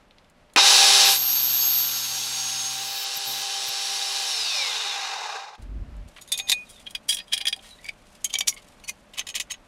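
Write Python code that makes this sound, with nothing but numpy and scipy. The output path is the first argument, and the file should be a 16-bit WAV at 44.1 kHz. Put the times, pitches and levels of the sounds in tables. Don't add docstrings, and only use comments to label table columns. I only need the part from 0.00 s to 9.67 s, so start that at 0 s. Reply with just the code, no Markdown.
import sys
import numpy as np
from scipy import signal
from scipy.fft import rfft, irfft, next_fast_len
from scipy.io import wavfile
from scipy.ndimage import uniform_filter1d

SR = 44100
rng = np.random.default_rng(int(sys.argv[2]) if len(sys.argv) > 2 else 0)


def persist_wave(psi):
    counts = np.round(np.clip(psi, -1, 1) * 32767).astype(np.int16)
    wavfile.write(sys.argv[1], SR, np.atleast_2d(counts).T)


def makeup_ratio(level_db):
    decades = np.asarray(level_db, float) / 20
    return 10 ** decades


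N = 426447


def evened(x):
    return x / np.sqrt(np.mean(x ** 2) + 1e-20)


def ramp(t, start, length):
    return np.clip((t - start) / length, 0, 1)


def read(points, hz):
    f, value = np.transpose(points)
    return np.interp(np.log(hz + 1), np.log(f + 1), value)


def columns(rows, t, outside=None):
    s, *values = np.transpose(rows)
    return [np.interp(t, s, v, outside, outside) for v in values]


def peaks(modes, hz):
    return np.sqrt(sum(makeup_ratio(db) ** 2 / (1 + (2 * (hz - f) / width) ** 2) for f, width, db in modes))


def noise(gain):
    t = np.arange(N // 256 + 5) * 256 / SR
    hz = np.fft.rfftfreq(1024, 1 / SR)[:, None]
    a, b = rng.standard_normal((len(t), 513, 2)).T
    return signal.istft((a + 1j * b) * gain(t, hz), nperseg=1024, noverlap=768)[1][:N]


def coloured(x, gain):
    size = next_fast_len(len(x), True)
    return irfft(rfft(x, size) * gain(np.fft.rfftfreq(size, 1 / SR)), size)[:len(x)]


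def waver(length, step):
    knots = rng.standard_normal(int(length / SR / step) + 2)
    return np.interp(np.arange(length) / SR / step, np.arange(len(knots)), knots)


ON_S, BITE_S, LIFT_S, OFF_S = .56, 1.1, 2.7, 4.29
BITE_TAKES_S, LIFT_TAKES_S, COAST_PER_S, COAST_EASES = .12, .22, .97, .22
LOADED = .987
TURN_HZ = 129.3


def shaft(t):
    load = ramp(t, BITE_S, BITE_TAKES_S) - ramp(t, LIFT_S, LIFT_TAKES_S)
    since = np.clip(t - OFF_S, 0, 2)
    speed = 1 - .03 * (1 - ramp(t, ON_S, .06)) - (1 - LOADED) * load
    speed = speed - COAST_PER_S * since + COAST_EASES * since ** 2
    return np.maximum(speed, .05), load


GEAR_HZ = 150
# centre_hz, width_hz, level_db
CASING_PEAKS = [(445.5, 20, -6.5), (800, 36, -3.5), (1600, 100, -5), (1135, 31, -14.5), (5270, 87, -9.5),
                (2045, 160, -4.5), (2420, 83, 0.0), (2765, 640, 0.5), (3745, 300, 2.5), (4300, 24, -13.5),
                (4230, 130, -3), (4400, 37, -2.5), (4860, 1700, -8.5), (5560, 46, -17.5),
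                (9040, 290, -21.5)]


def tones(lines, speed, waver_db, casing_share, blur):
    slow = speed[::64]
    fine = np.arange(len(speed)) / 64
    turns = np.cumsum(speed) / SR
    coast = np.maximum(.98 - slow, 0)
    out = 0
    for hz, db in lines:
        swell = (peaks(CASING_PEAKS, hz * slow) / peaks(CASING_PEAKS, hz)) ** casing_share
        swell *= makeup_ratio(waver_db * waver(len(slow), 0.028 / 64))
        unbalance_db = 13 * np.minimum(coast / .1, 1) * (hz < GEAR_HZ)
        gear_loss_db = 14 * np.minimum(coast / .25, 1) * (GEAR_HZ < hz < 4 * GEAR_HZ)
        swell *= makeup_ratio(unbalance_db - gear_loss_db)
        drift = (0.14 + 1.45 * coast) * np.minimum(hz / 1500, 1) * waver(len(slow), .035 / 64)
        drift += rng.random()
        drift += blur * hz / 5000 * waver(len(slow), 0.0033 / 64)
        swell, drift = (np.interp(fine, np.arange(len(v)), v) for v in (swell, drift))
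        out = out + makeup_ratio(db + 6.5) * swell * np.sin(2 * np.pi * (hz * turns + drift))
    return out


WARM_S, WARM_LOW_DB, WARM_HIGH_DB = 0.036, 22.5, -27
LOW_DB, SLOW_LOW_DB = 2.5, 30
HIGH_DB, SLOW_HIGH_DB, LOAD_HIGH_DB, BITE_HIGH_DB = -3, -14, 5.5, 7
BANDING = 1.1
DRIVEN_DB, LOAD_DAMPS_DB, OFF_DROP_DB, DYING_DB = -1.5, -5.5, -7, -30
FREE_BLUR, CUT_BLUR, COAST_BLUR = .08, .1, .16
MESH_HZ, MESH_DB = 98.9, -63.5
MESH_ORDERS = (6, 7, 9, 10, 11, 12)
# time_s, level_db; the level drops steeply near 1.1 s
ROAR = [(.56, -33), (.575, -13.5), (1.09, -16.5), (1.14, -21), (1.19, -31), (3.0, -32), (4.6, -28),
        (5.0, -29.5), (5.36, -33), (5.55, -45), (5.6, -68)]
# pitch_hz, level_db (per Hz)
CASING = [(24, -76), (40, -52), (194, -31), (337, -28), (392, -23.5), (646, -17), (790, -12), (990, -6.5),
          (1590, -9), (1900, -8), (3830, 2), (5440, -0.5), (8550, -7), (10700, -8.5), (16000, -22.5)]
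# centre_hz, width_hz, depth (0-1)
NOTCHES = [(2256, 90, .5), (3240, 160, 0.2), (5500, 130, .3)]
# pitch_hz, level_db
FREE_LINES = [(131, -81), (198.5, -75.5), (495, -62.5), (398.4, -61.5), (791.3, -47.5), (1680, -55.5),
              (3068, -49.5), (3268, -54.5), (3418, -54.5), (3935, -46.0), (4221, -54.5), (4484, -46.5),
              (4619, -49.5), (4996, -48.5), (5259, -46), (5572, -49.5), (5701, -47.5), (5814, -50.5),
              (6368, -48.5), (7472, -59.0), (7736, -53.5), (10325, -53.5)]
# pitch_hz, level_db
CUT_LINES = [(780.6, -58), (931, -64.5), (1071, -67), (1378, -60.5), (2654, -70.5), (2912, -63.5),
             (2993, -61.5), (3203, -59), (3402, -52.5), (3849, -67), (4517, -45), (5125, -49),
             (5577, -53.5), (5706, -47.5), (6379, -45.5), (6514, -42), (7564, -52)]
# free_pitch_hz, level_db, after_off_s, spread_s
COAST_LINES = [(3268, -43.5, .32, .05), (3268, -50, .18, .08), (4484, -47, .16, .09), (5259, -50, .2, .08),
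               (5700, -45, .1, .09), (5700, -45, .26, .07), (5700, -43, .39, .04), (6650, -52, .07, .05),
               (6950, -47, .25, .06), (6600, -46, .49, .04), (7736, -46, .33, .06), (7470, -47, .6, .04),
               (495, -62, .13, .06), (692, -63, .39, .05), (791, -62, .3, .05), (791, -62, .53, .04)]


def spindle():
    def colour(t, hz):
        speed, load = shaft(t)
        warm = np.exp(-np.maximum(t - ON_S, 0) / WARM_S)
        bite = np.exp(-((t - BITE_S - .04) / 0.045) ** 2)
        low = LOW_DB + WARM_LOW_DB * warm + SLOW_LOW_DB * (1 - speed) ** 2
        high = HIGH_DB + WARM_HIGH_DB * warm + SLOW_HIGH_DB * (1 - speed)
        high = high + LOAD_HIGH_DB * load + BITE_HIGH_DB * bite
        place = np.interp(hz, [330, 420, 900, 3000, 6000, 9500, 14000], [.85, 0, 0, 1, 1, 2, 3])
        tilt = sum(np.maximum(1 - abs(place - k), 0) * c for k, c in ((0, low), (2, high), (3, high - 3)))
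        bands = peaks(CASING_PEAKS, hz)
        bands = bands / uniform_filter1d(bands, size=35, axis=0)
        for f, width, depth in NOTCHES:
            bands = bands * (1 - depth / (1 + (2 * (hz - f) / width) ** 2))
        return makeup_ratio(read(CASING, hz) + tilt) * bands ** (BANDING + (1 - speed) / 2)

    first, last = round(ROAR[0][0] * SR), round(ROAR[-1][0] * SR)
    t = np.arange(first, last) / SR
    speed, load = shaft(t)
    roar = noise(colour)[first:last]
    roar /= np.sqrt(uniform_filter1d(roar ** 2, size=8000))
    throb = 1 + 0.14 * np.cos(2 * np.pi * np.cumsum(speed * TURN_HZ / LOADED) / SR)
    flutter = makeup_ratio(0.43 * (2.0 - speed) * waver(len(t), 0.019))

    since = np.maximum(t - OFF_S, 0)
    driven_db = DRIVEN_DB - 6 * (1 - ramp(t, ON_S, 0.3)) + LOAD_DAMPS_DB * load
    driven_db = driven_db + OFF_DROP_DB * ramp(t, OFF_S, 0.11) + DYING_DB * since ** 2.8
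    free_lines = FREE_LINES + [(k * MESH_HZ, MESH_DB) for k in MESH_ORDERS]
    free = tones(free_lines, speed, 3.0, 0.8, FREE_BLUR) * makeup_ratio(driven_db)
    off = since > 0
    for hz, db, top, spread in COAST_LINES:
        meeting = np.exp(-((since[off] - top) / spread) ** 2 / 2)
        free[off] += tones([(hz, db + 4)], speed[off], 3.2, 0, COAST_BLUR) * meeting
    chip = makeup_ratio(1.2 * waver(len(t), 0.055))
    cut = tones(CUT_LINES, speed / LOADED, 3.2, 0, CUT_BLUR) * load * chip
    out = np.zeros(N)
    mix = makeup_ratio(-0.5) * roar * throb * flutter + makeup_ratio(31.5) * free + makeup_ratio(33.5) * cut
    out[first:last] = makeup_ratio(columns(ROAR, t)[0]) * mix
    return out


THRUM_DB, RUB_DB, RUB_LIFT_DB, CLEAR_S = -54.5, -56, 17, 3.04
GRAZE_DB_PER_S, GRAZE_SAG_DB_PER_S = 1298, 120
GRAZE_SQUEAL_DB, GRAZE_THRUM_DB, GRAZE_RUB_DB = -35.5, -53.5, -48
RUB_LEAD_S = .025
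# time_s, level_db
CHATTER = [
    (1.0, -60),
    (1.06, -27.5),
    (1.3, -23),
    (1.8, -21.5),
    (1.9, -30.5),
    (2.6, -58),
    (3.03, -44),
    (3.06, -80),
]
# start_s, length_s, level_db
TOUCHES = [
    (3.172, .002, 4.5),
    (3.275, .15, 1.5),
    (3.688, .004, 1.5),
]


def contact(t):
    lift = ramp(t, LIFT_S, CLEAR_S - LIFT_S)
    thrum_db = THRUM_DB - 25 * (1 - ramp(t, 1.0, .08)) - 30 * lift ** 3 - 30 * (t > CLEAR_S)
    rub_db = RUB_DB + RUB_LIFT_DB * lift ** .7 - 30 * ramp(t, CLEAR_S, .02)
    levels = [columns(CHATTER, t)[0], thrum_db, rub_db]
    for s, length, db in TOUCHES:
        after = t - s - length
        near_db = db - GRAZE_DB_PER_S * np.maximum(np.maximum(s - t, after), 0)
        rub_near_db = db - GRAZE_DB_PER_S * np.maximum(np.maximum(s - RUB_LEAD_S - t, after), 0)
        sag_db = GRAZE_SAG_DB_PER_S * np.maximum(t - s, 0)
        graze = [GRAZE_SQUEAL_DB + near_db - sag_db,
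                 GRAZE_THRUM_DB + 0.94 * near_db - 0.54 * sag_db,
                 GRAZE_RUB_DB + rub_near_db]
        levels = np.maximum(levels, graze)
    return levels


SQUEAL_HZ, CREEP_HZ_PER_S, LIFT_HZ = 12412, 12, 314
# pitch_hz, level_db
SQUEAL_LINES = [(11892, -51), (12032, -46), (12161, -37), (12290, -34), (12419, -33), (12548, -31),
                (12667, -46), (12812, -51)]


def cutter():
    t = np.arange(SR, 4 * SR) / SR
    squeal_db, thrum_db, hiss_db = contact(t)
    turns = np.cumsum(TURN_HZ * shaft(t)[0] / LOADED) / SR
    carrier_hz = SQUEAL_HZ + CREEP_HZ_PER_S * (t - 1) + LIFT_HZ * ramp(t, LIFT_S, LIFT_TAKES_S)
    carrier = np.cumsum(carrier_hz + 14 * waver(len(t), .012)) / SR
    squeal = 0
    for hz, db in SQUEAL_LINES:
        k = round((hz - SQUEAL_HZ) / TURN_HZ)
        phase = 2 * np.pi * (carrier + k * turns) + 0.38 * k ** 2
        squeal = squeal + makeup_ratio(db + 2.3 * waver(len(t), 0.0098)) * np.cos(phase)
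    shake = evened(coloured(rng.standard_normal(len(t)),
                            lambda hz: peaks([(149.7, 1200, 0)], hz) ** 2 * np.minimum(hz / 70, 1) ** 2))
    thrum = np.sin(2 * np.pi * turns) + makeup_ratio(-4.0) * np.sin(4 * np.pi * turns) + makeup_ratio(-7.5) * shake
    hiss = evened(coloured(rng.standard_normal(len(t)), lambda hz: peaks([(14200, 6100, 0)], hz) ** 3))
    touch = makeup_ratio(hiss_db) * hiss + makeup_ratio(squeal_db) * evened(squeal) + makeup_ratio(thrum_db + 1.0) * thrum
    out = np.zeros(N)
    out[SR:SR + len(t)] = touch
    return out


RING_WAVER_DB = 2.2


def rings(rows):
    out = np.zeros(N + SR)
    for start, stop, hz, db, t60 in rows:
        length = stop - start
        t = np.arange(round((length + 0.0083) * SR)) / SR
        grip = np.clip((length + 0.0044 - t) / 0.012, 0, 1) * np.minimum(t / 0.0022, 1)
        beat_db = RING_WAVER_DB * waver(len(t), 0.016) * (t60 > .4)
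        out[round(start * SR):][:len(t)] += makeup_ratio(db - 60 * t / t60 + beat_db) * grip * np.sin(2 * np.pi * hz * t)
    return out[:N]


# time_s, level_db, length_s
START = [
    (0.561, -1.5, 0.017),
]
# start_s, stop_s, pitch_hz, level_db, t60_s
START_RINGS = [
    (.562, .62, 320, -27, .15),
    (.5645, .597, 800, -14, .5),
    (.561, .592, 2450, -13, .1),
    (.596, .633, 3740, -16, .5),
    (4.295, 4.335, 310, -56, .2),
    (5.53, 5.592, 800, -53, .5),
]


def clunk():
    def casing(hz):
        modes = [(800, 300, -12.5), (350, 230, -8.5), (2630, 640, 2.0)]
        return peaks(modes, hz) * np.minimum(hz / 260, 1) ** 2

    out = np.zeros(N)
    t = np.arange(4096) / SR
    for s, db, length in START:
        burst = rng.standard_normal(4096) * makeup_ratio(-60 * t / (3 * length))
        slam = evened(coloured(burst, casing)) / 4 * (1 - ramp(t, .05, .02))
        out[round(s * SR):][:4096] = makeup_ratio(db - 11.0) * slam
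    return out + rings(START_RINGS)


DAMPED_HZ = 48
DENSE_DB, RAGGED_DB = -7, 3.7
SWELL_POWER, RATTLE_FALL = 1.7, 1.05
STRIKE_SPREAD_DB, STRIKE_DETUNE = 2.5, .012
# pitch_hz, level_db (per Hz)
STEEL = [(120, -69.5), (200, -32), (548, -28.5), (791, -27.5), (1480, -29.5), (2250, -1), (3250, 0.5),
         (4270, -2), (9580, -3.5), (14000, -16), (16000, -36)]
# centre_hz, width_hz, level_db
TABLE = [(780, 40, -10.5), (1058, 300, -18), (500, 250, -29)]


def knock(modes, rise, db, treble_db, length, chance, burst):
    t = (np.arange(len(burst)) - 1024) / SR
    hz = np.fft.rfftfreq(len(burst), 1 / SR)
    swell_db = 10 * (np.maximum(-t, 0) / max(rise, .0003)) ** SWELL_POWER
    fall_db = swell_db + 11 * (np.maximum(t, 0) * 6 / max(length, .004)) ** RATTLE_FALL
    ragged = np.repeat(burst[::-40], 40)[:len(t)]
    rattle = burst * makeup_ratio(RAGGED_DB * ragged - np.minimum(fall_db, 150))
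    body = 0
    for (f, width, level), c in zip(modes, chance):
        tuned_hz = f * (1 + STRIKE_DETUNE * np.tanh(chance[-1] - c))
        body = body + makeup_ratio(level + STRIKE_SPREAD_DB * c) / (1 + 2j * (hz - tuned_hz) / max(width, DAMPED_HZ))
    body = body * np.clip(hz / 1750, 0, 1) ** 3
    table = sum(makeup_ratio(level) / (1 + 2j * (hz - f) / width) for f, width, level in TABLE)
    table = table * np.clip(hz / 400, 0, 1) ** 2
    tilt = makeup_ratio(1.3 * (treble_db + 9.5) * np.clip(np.log2(hz / 3500 + 1e-9), 0, 1))
    patches = makeup_ratio(2.6 * np.interp(hz / 260, np.arange(100), burst[:100]))
    dense = patches * makeup_ratio(read(STEEL, hz) + DENSE_DB)
    sound = irfft(rfft(rattle) * tilt * (body + table + dense), len(burst))
    return makeup_ratio(db - 5) * sound / np.sqrt(uniform_filter1d(sound ** 2, size=90).max())


STRIKE_RISE_S, SLIDE_RISE_S = 0.0016, 0.0068
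# centre_hz, width_hz, level_db
GRIPS = [
    [(3760, 1000, 1)],
    [(2054, 58, -4), (2475, 33, -10), (3620, 73, 13), (3870, 55, 6), (4340, 40, -5), (4770, 60, -1),
     (5570, 60, -8), (6530, 30, 0), (6910, 54, 1.5), (8490, 80, -5), (9880, 120, 2), (11400, 120, -3)],
    [(1850, 28, -3), (2470, 34, 6.5), (3285, 90, 17), (3760, 110, 4), (3940, 46, -9), (4660, 30, -10),
     (4880, 60, 6), (5600, 42, 2), (6400, 45, -10), (7650, 64, -18), (8910, 110, -4), (9400, 80, 1),
     (9870, 80, 0)],
    [(990, 930, 1), (1860, 80, -1), (3290, 57, 3), (3800, 200, 5), (4930, 90, -12)],
]
# centre_hz, width_hz, level_db
FAR_GRIPS = [
    [(2253, 71, 17.5), (3500, 74, -2), (4730, 100, 4), (6560, 90, -9), (7500, 110, -12)],
    [(2280, 37, -3), (3195, 40, 16.5), (3550, 46, 0), (4190, 40, -7), (6500, 110, 6), (6750, 52, -3),
     (7200, 53, 0), (11000, 120, 0)],
    [(1110, 69, -1.5), (2300, 40, 2), (3170, 96, 4), (3570, 160, 4), (4580, 110, -1), (5850, 160, 2),
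     (6550, 120, 4), (6880, 49, 0), (7310, 47, -11), (8650, 100, -10), (9700, 170, -13), (11300, 150, -11)],
    [(1110, 46, 11), (2150, 58, 13), (2980, 40, 6.5), (3430, 57, -5), (4570, 90, -4)],
    [(1080, 42, 8), (2180, 33, 5.5), (2510, 75, 9), (2920, 27, 6), (4440, 33, 6), (6040, 130, 0),
     (6440, 46, -1), (6690, 40, -11), (8360, 40, -16)],
    [(1090, 69, 4.5), (2020, 100, 1), (2570, 78, 0.5), (3040, 350, 3), (3740, 92, 0.5), (5240, 60, -3),
     (5660, 160, -18), (6340, 50, -2), (6560, 47, 4.5), (7170, 150, -5), (11000, 92, -17)],
]
# centre_hz, width_hz, level_db
SCUFF_GRIP = [(1900, 440, -18), (1200, 500, 2)]
# peak_s, level_db, treble_db, rattle_s
TICKS = ([(.11, -44, -20, .015), (.184, -44, -19, 0.015), (.246, -52, -14, .01), (.3, -52, 8, .015),
          (.5, -54, -20, .01), (.537, -44, 0, 0.015), (5.968, -55, 8, .006), (6.087, -48, 0, .02),
          (5.553, -42, -16, 0.018)], [(5.625, -47.5, 0, 0.069)])
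# peak_s, level_db, treble_db, rattle_s
FIT = ([(6.2774, -39, -9, 0.14), (6.3205, -11, -2.5, 0.075), (6.3775, -22, -2, 0.04),
        (6.3994, -18.5, -29, 0.02), (6.4975, -8.5, -9, 0.045), (6.5185, -9, -11, 0.045)],
        [(6.2192, -37, -2, .045), (6.3416, -26.5, -21, 0.098), (6.529, -12, -16, 0.018),
        (6.389, -21, -8, .07), (6.479, -30, -14, .06), (6.4905, -21, -12, .012)])
# peak_s, level_db, treble_db, rattle_s
TURN = ([(6.9088, -35.5, -3, .042), (6.951, -17, -14, 0.03), (7.0905, -13, 0, 0.14),
         (7.275, -41, -12, 0.43), (7.3784, -19, -8, 0.036), (7.593, -40, -16, .02), (7.563, -37, -8, 0.025),
         (7.455, -16, -14, 0.011), (7.4707, -11, -14, 0.05), (7.5283, -15, -20, .019)],
         [ (6.7, -39, 2, .12), (7.087, -29, 0, .006), (7.128, -17, -8, 0.06), (7.1478, -19, 4, 0.035),
         (7.1729, -23.5, -8, 0.062), (7.1902, -25.5, -13, 0.026), (7.2048, -30, -26, 0.039),
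         (6.871, -26, -20, 0.039), (7.3285, -15, -13, 0.073), (7.3385, -11, -9, 0.052),
         (7.3709, -23, -20, 0.015), (7.414, -20, -18, 0.05), (7.4856, -14, -9.5, 0.016)])
# peak_s, level_db, treble_db, rattle_s
DRAG = ([(8.8, -48, -10, 0.03), (6.9, -45, -12, .02)], [(6.78, -50, -16, .1), (6.817, -47, -6, .04),
         (7.645, -43, -12, 0.3), (7.79, -44, -16, .03)])
# peak_s, level_db, treble_db, rattle_s
LIFT = ([(7.8451, -34, -4, 0.018), (7.855, -33, -20, .03), (7.8636, -35, -9, 0.02)],
         [(7.8911, -19, -19, 0.025)])
# peak_s, level_db, treble_db, rattle_s
TRY = ([(8.2454, -13.5, 3, 0.026), (8.252, -18, -6, 0.057)], [(8.3025, -30, -11, 0.065)])
# peak_s, level_db, treble_db, rattle_s
SEAT = ([(8.3408, -13.5, -14, 0.009), (8.3553, -13.5, -22, 0.014), (8.388, -14, -3, 0.015),
         (8.4091, -11.5, -16, .015), (8.476, -17, -10, 0.04)], [(8.4838, -9.5, 0, 0.065),
         (8.336, -29, -10, .03)])
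# peak_s, level_db, treble_db, rattle_s
SETTLE = ([(8.5265, -32, -12, 0.023), (8.5657, -37, -22, 0.039), (8.5753, -36, -15, 0.057)],
           [(8.5444, -38, 5.9, .029)])
# peak_s, level_db, treble_db, rattle_s
SLIP = ([(8.8395, -38, -11, .03)], [(8.8466, -37, -5, 0.032), (8.884, -26, -5, 0.073),
         (8.8962, -19.5, -4.5, 0.017)])
# peak_s, level_db, treble_db, rattle_s
SPIN = ([(9.1372, -36, -13, 0.073), (9.16, -42, -19, .03), (9.1944, -16, -11, .025),
         (9.2698, -27, -10, 0.056), (9.3006, -26.5, -11, 0.064), (9.344, -26.5, -16, 0.035),
         (9.37, -26, -12, 0.04), (9.381, -29, -12, .03), (9.4005, -18, -9, 0.06)],
         [(9.181, -25.5, -13, 0.032), (9.188, -20.5, -8, .02), (9.2141, -30, -23, 0.023),
         (9.2914, -25, -7, .035), (9.3592, -18, -7, 0.037), (9.509, -24.5, -12, 0.032),
         (9.5188, -20.5, -5.5, 0.024), (9.5444, -33.5, -19, 0.025)])
# peak_s, level_db, treble_db, rattle_s
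SCUFF = ([(6.165, -39, -22, 0.07), (6.186, -37, -28, 0.04)], [(9.16, -46, -25, .15), (9.215, -37, -25, .06)])
# start_s, stop_s, pitch_hz, level_db, t60_s
RINGS = [(6.33, 6.497, 2475, -44, 2.5), (6.322, 6.376, 6530, -33, 0.25), (6.385, 6.49, 6530, -36, .35),
         (6.52, 6.644, 2470, -26, 0.39), (6.52, 6.63, 6530, -38.5, 0.19), (7.34, 7.4, 800, -54, .6),
         (7.415, 7.54, 800, -49, 2.5), (7.565, 7.593, 780, -46.5, .3), (6.323, 6.36, 3620, -21.5, .2),
         (6.4, 6.56, 788, -53, 2.5), (8.34, 8.39, 2300, -28, 0.29), (8.408, 8.47, 2300, -27, 0.12),
         (9.3, 9.334, 6560, -46.5, 0.12), (9.508, 9.557, 6560, -28, 0.085), (7.091, 7.122, 3285, -18, 0.19),
         (7.185, 7.25, 4880, -41, 0.16), (7.1, 7.21, 5600, -36.5, 0.56), (8.485, 8.56, 1090, -49, .5),
         (8.49, 8.56, 2170, -45, 0.33)]
# time_s, level_db
SCRAPE = [(6.075, -52), (6.2, -53), (6.75, -48.5), (7.0, -61), (7.7, -48), (7.95, -58.5), (8.15, -51.5),
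          (9.67, -64)]


def spanner():
    out = np.zeros(N + 8192)
    actions = (TICKS, FIT, TURN, DRAG, LIFT, TRY, SEAT, SETTLE, SLIP, SPIN, SCUFF)
    for action, modes in zip(actions, GRIPS + FAR_GRIPS + [SCUFF_GRIP]):
        for blows, rise in zip(action, (STRIKE_RISE_S, SLIDE_RISE_S)):
            for s, db, treble_db, length in blows:
                chance, burst = rng.standard_normal(14), rng.standard_normal(8192)
                blow = knock(modes, min(rise, length / 2), db, treble_db, length, chance, burst)
                out[round(s * SR) - 1024:][:8192] += blow
    grit = rng.standard_normal(N) * makeup_ratio(4.5 * waver(N, 0.006))
    scrape = evened(coloured(grit, lambda hz: makeup_ratio(read(STEEL, hz))))
    scrape_db = columns(SCRAPE, np.arange(N) / SR, -120)[0] - 9.0
    return out[:N] + rings(RINGS) + scrape * makeup_ratio(scrape_db)


SQUEAK_ROUGH_HZ, SQUEAK_WAVER_DB = 105, 4
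# start_s, stop_s, from_hz, to_hz, level_db
SQUEAKS = [
    (6.662, 6.69, 3800, 3780, -54),
    (6.72, 6.825, 3850, 3400, -55),
    (7.62, 7.69, 3250, 3200, -56),
    (7.685, 7.77, 4080, 3800, -52),
    (7.63, 7.735, 9000, 8950, -60),
    (7.78, 7.84, 1900, 2300, -56),
]


def squeaks():
    out = np.zeros(N)
    for start, stop, from_hz, to_hz, db in SQUEAKS:
        count = round((stop - start) * SR)
        hz = np.linspace(from_hz, to_hz, count) + SQUEAK_ROUGH_HZ * waver(count, .003)
        swell = makeup_ratio(db + SQUEAK_WAVER_DB * waver(count, .006)) * np.hanning(count) ** .3
        out[round(start * SR):][:count] += swell * np.sin(2 * np.pi * np.cumsum(hz) / SR)
    return out


CRACK_HZ = 5230
# time_s, level_db
CRACKS = [(8.4823, 1.5), (.5627, -6), (6.4968, -4), (9.1935, -15), (6.3197, -10), (7.0903, -10),
          (7.334, -9), (6.504, -12), (8.2447, -12), (7.4697, -11)]


def cracks():
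    out = np.zeros(N)
    t = np.arange(-40, 41) / SR
    click = np.exp(-(t * CRACK_HZ * 1.8) ** 2) * np.cos(2 * np.pi * CRACK_HZ * t + 0.596)
    for s, db in CRACKS:
        out[round(s * SR) - 40:][:81] += makeup_ratio(db) * click
    return out


BUMP_S, BUMP_END_S, BUMP_DB = 5.6, 6.06, -39.5
SHOVE_S, SHOVE_WIDTH_S, SHOVE_DB = 5.79, 0.11, 7.5
# centre_hz, width_hz, level_db
BUMP_MODES = [(46, 18, 3), (96, 6.5, -6.5), (149, 23, -17), (240, 110, -15)]


def stand():
    t = np.arange(N) / SR
    shake = evened(coloured(rng.standard_normal(N),
                            lambda hz: peaks(BUMP_MODES, hz) ** 1.45 * np.minimum(hz / 42, 1) ** 3))
    held = ramp(t, BUMP_S - .02, 0.019) ** 2 * (1 - ramp(t, BUMP_END_S, 0.058)) ** 2
    shove_db = SHOVE_DB * np.exp(-((t - SHOVE_S) / SHOVE_WIDTH_S) ** 2)
    return shake * held * makeup_ratio(BUMP_DB + shove_db)


FAN_S, CHANGE_S = 4.33, 5.58
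# pitch_hz, level_db
FAN_LINES = [(129.2, -72), (193.8, -74)]


def fan():
    t = np.arange(N) / SR
    heard = ramp(t, FAN_S, .04) * (t < CHANGE_S) * makeup_ratio(-11 * (t - FAN_S) + 1.7 * waver(N, .06))
    return heard * sum(makeup_ratio(db + 7) * np.sin(2 * np.pi * hz * t) for hz, db in FAN_LINES)


def walls(x):
    t = np.arange(SR // 3) / SR
    tail = rng.standard_normal(len(t)) * makeup_ratio(-60 * t / 0.062) * (t > .003)
    return signal.oaconvolve(x, tail / np.linalg.norm(tail))[:N]


ROOM_DB, BEFORE_DB, SINK_S, SINK_DB_PER_S = -53, -3, 0.72, 4
# pitch_hz, level_db (per Hz)
ROOM = [(12, -35), (20, 6), (138, -6.5), (198, -1.5), (377, -11), (590, -7), (1710, -14.5), (2750, -17.5),
        (12400, -37), (16000, -62)]


def workshop():
    t = np.arange(N) / SR
    hush = evened(coloured(rng.standard_normal(N), lambda hz: makeup_ratio(read(ROOM, hz))))
    hush += makeup_ratio(-10.5) * np.sin(2 * np.pi * 592 * t)
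    gain_db = (BEFORE_DB - SINK_DB_PER_S * np.maximum(t - SINK_S, 0)) * (t < CHANGE_S)
    return hush * makeup_ratio(ROOM_DB - 2 + gain_db + waver(N, 0.067))


def scene():
    metal = spanner() + squeaks() + clunk() + cracks()
    machine = spindle() + fan() + cutter() + stand()
    mono = machine + workshop() + metal + makeup_ratio(-10) * walls(metal)
    return np.array([mono, mono])


def band_limit(x):
    return signal.sosfilt(signal.butter(12, 16300, fs=SR, output="sos"), x)


def record(dry):
    side = makeup_ratio(-38 + 8 * waver(N, .025)) * np.roll(dry[0], 300)
    overloaded = np.clip(dry + np.array([side, -side]), -1.1, 1.1)
    low_pass = signal.firwin(767, 15850, window=("kaiser", 9), fs=SR)
    limited = signal.oaconvolve(overloaded, low_pass[None], "same")
    return band_limit(limited)


dry = scene()
out = record(dry)
persist_wave(out)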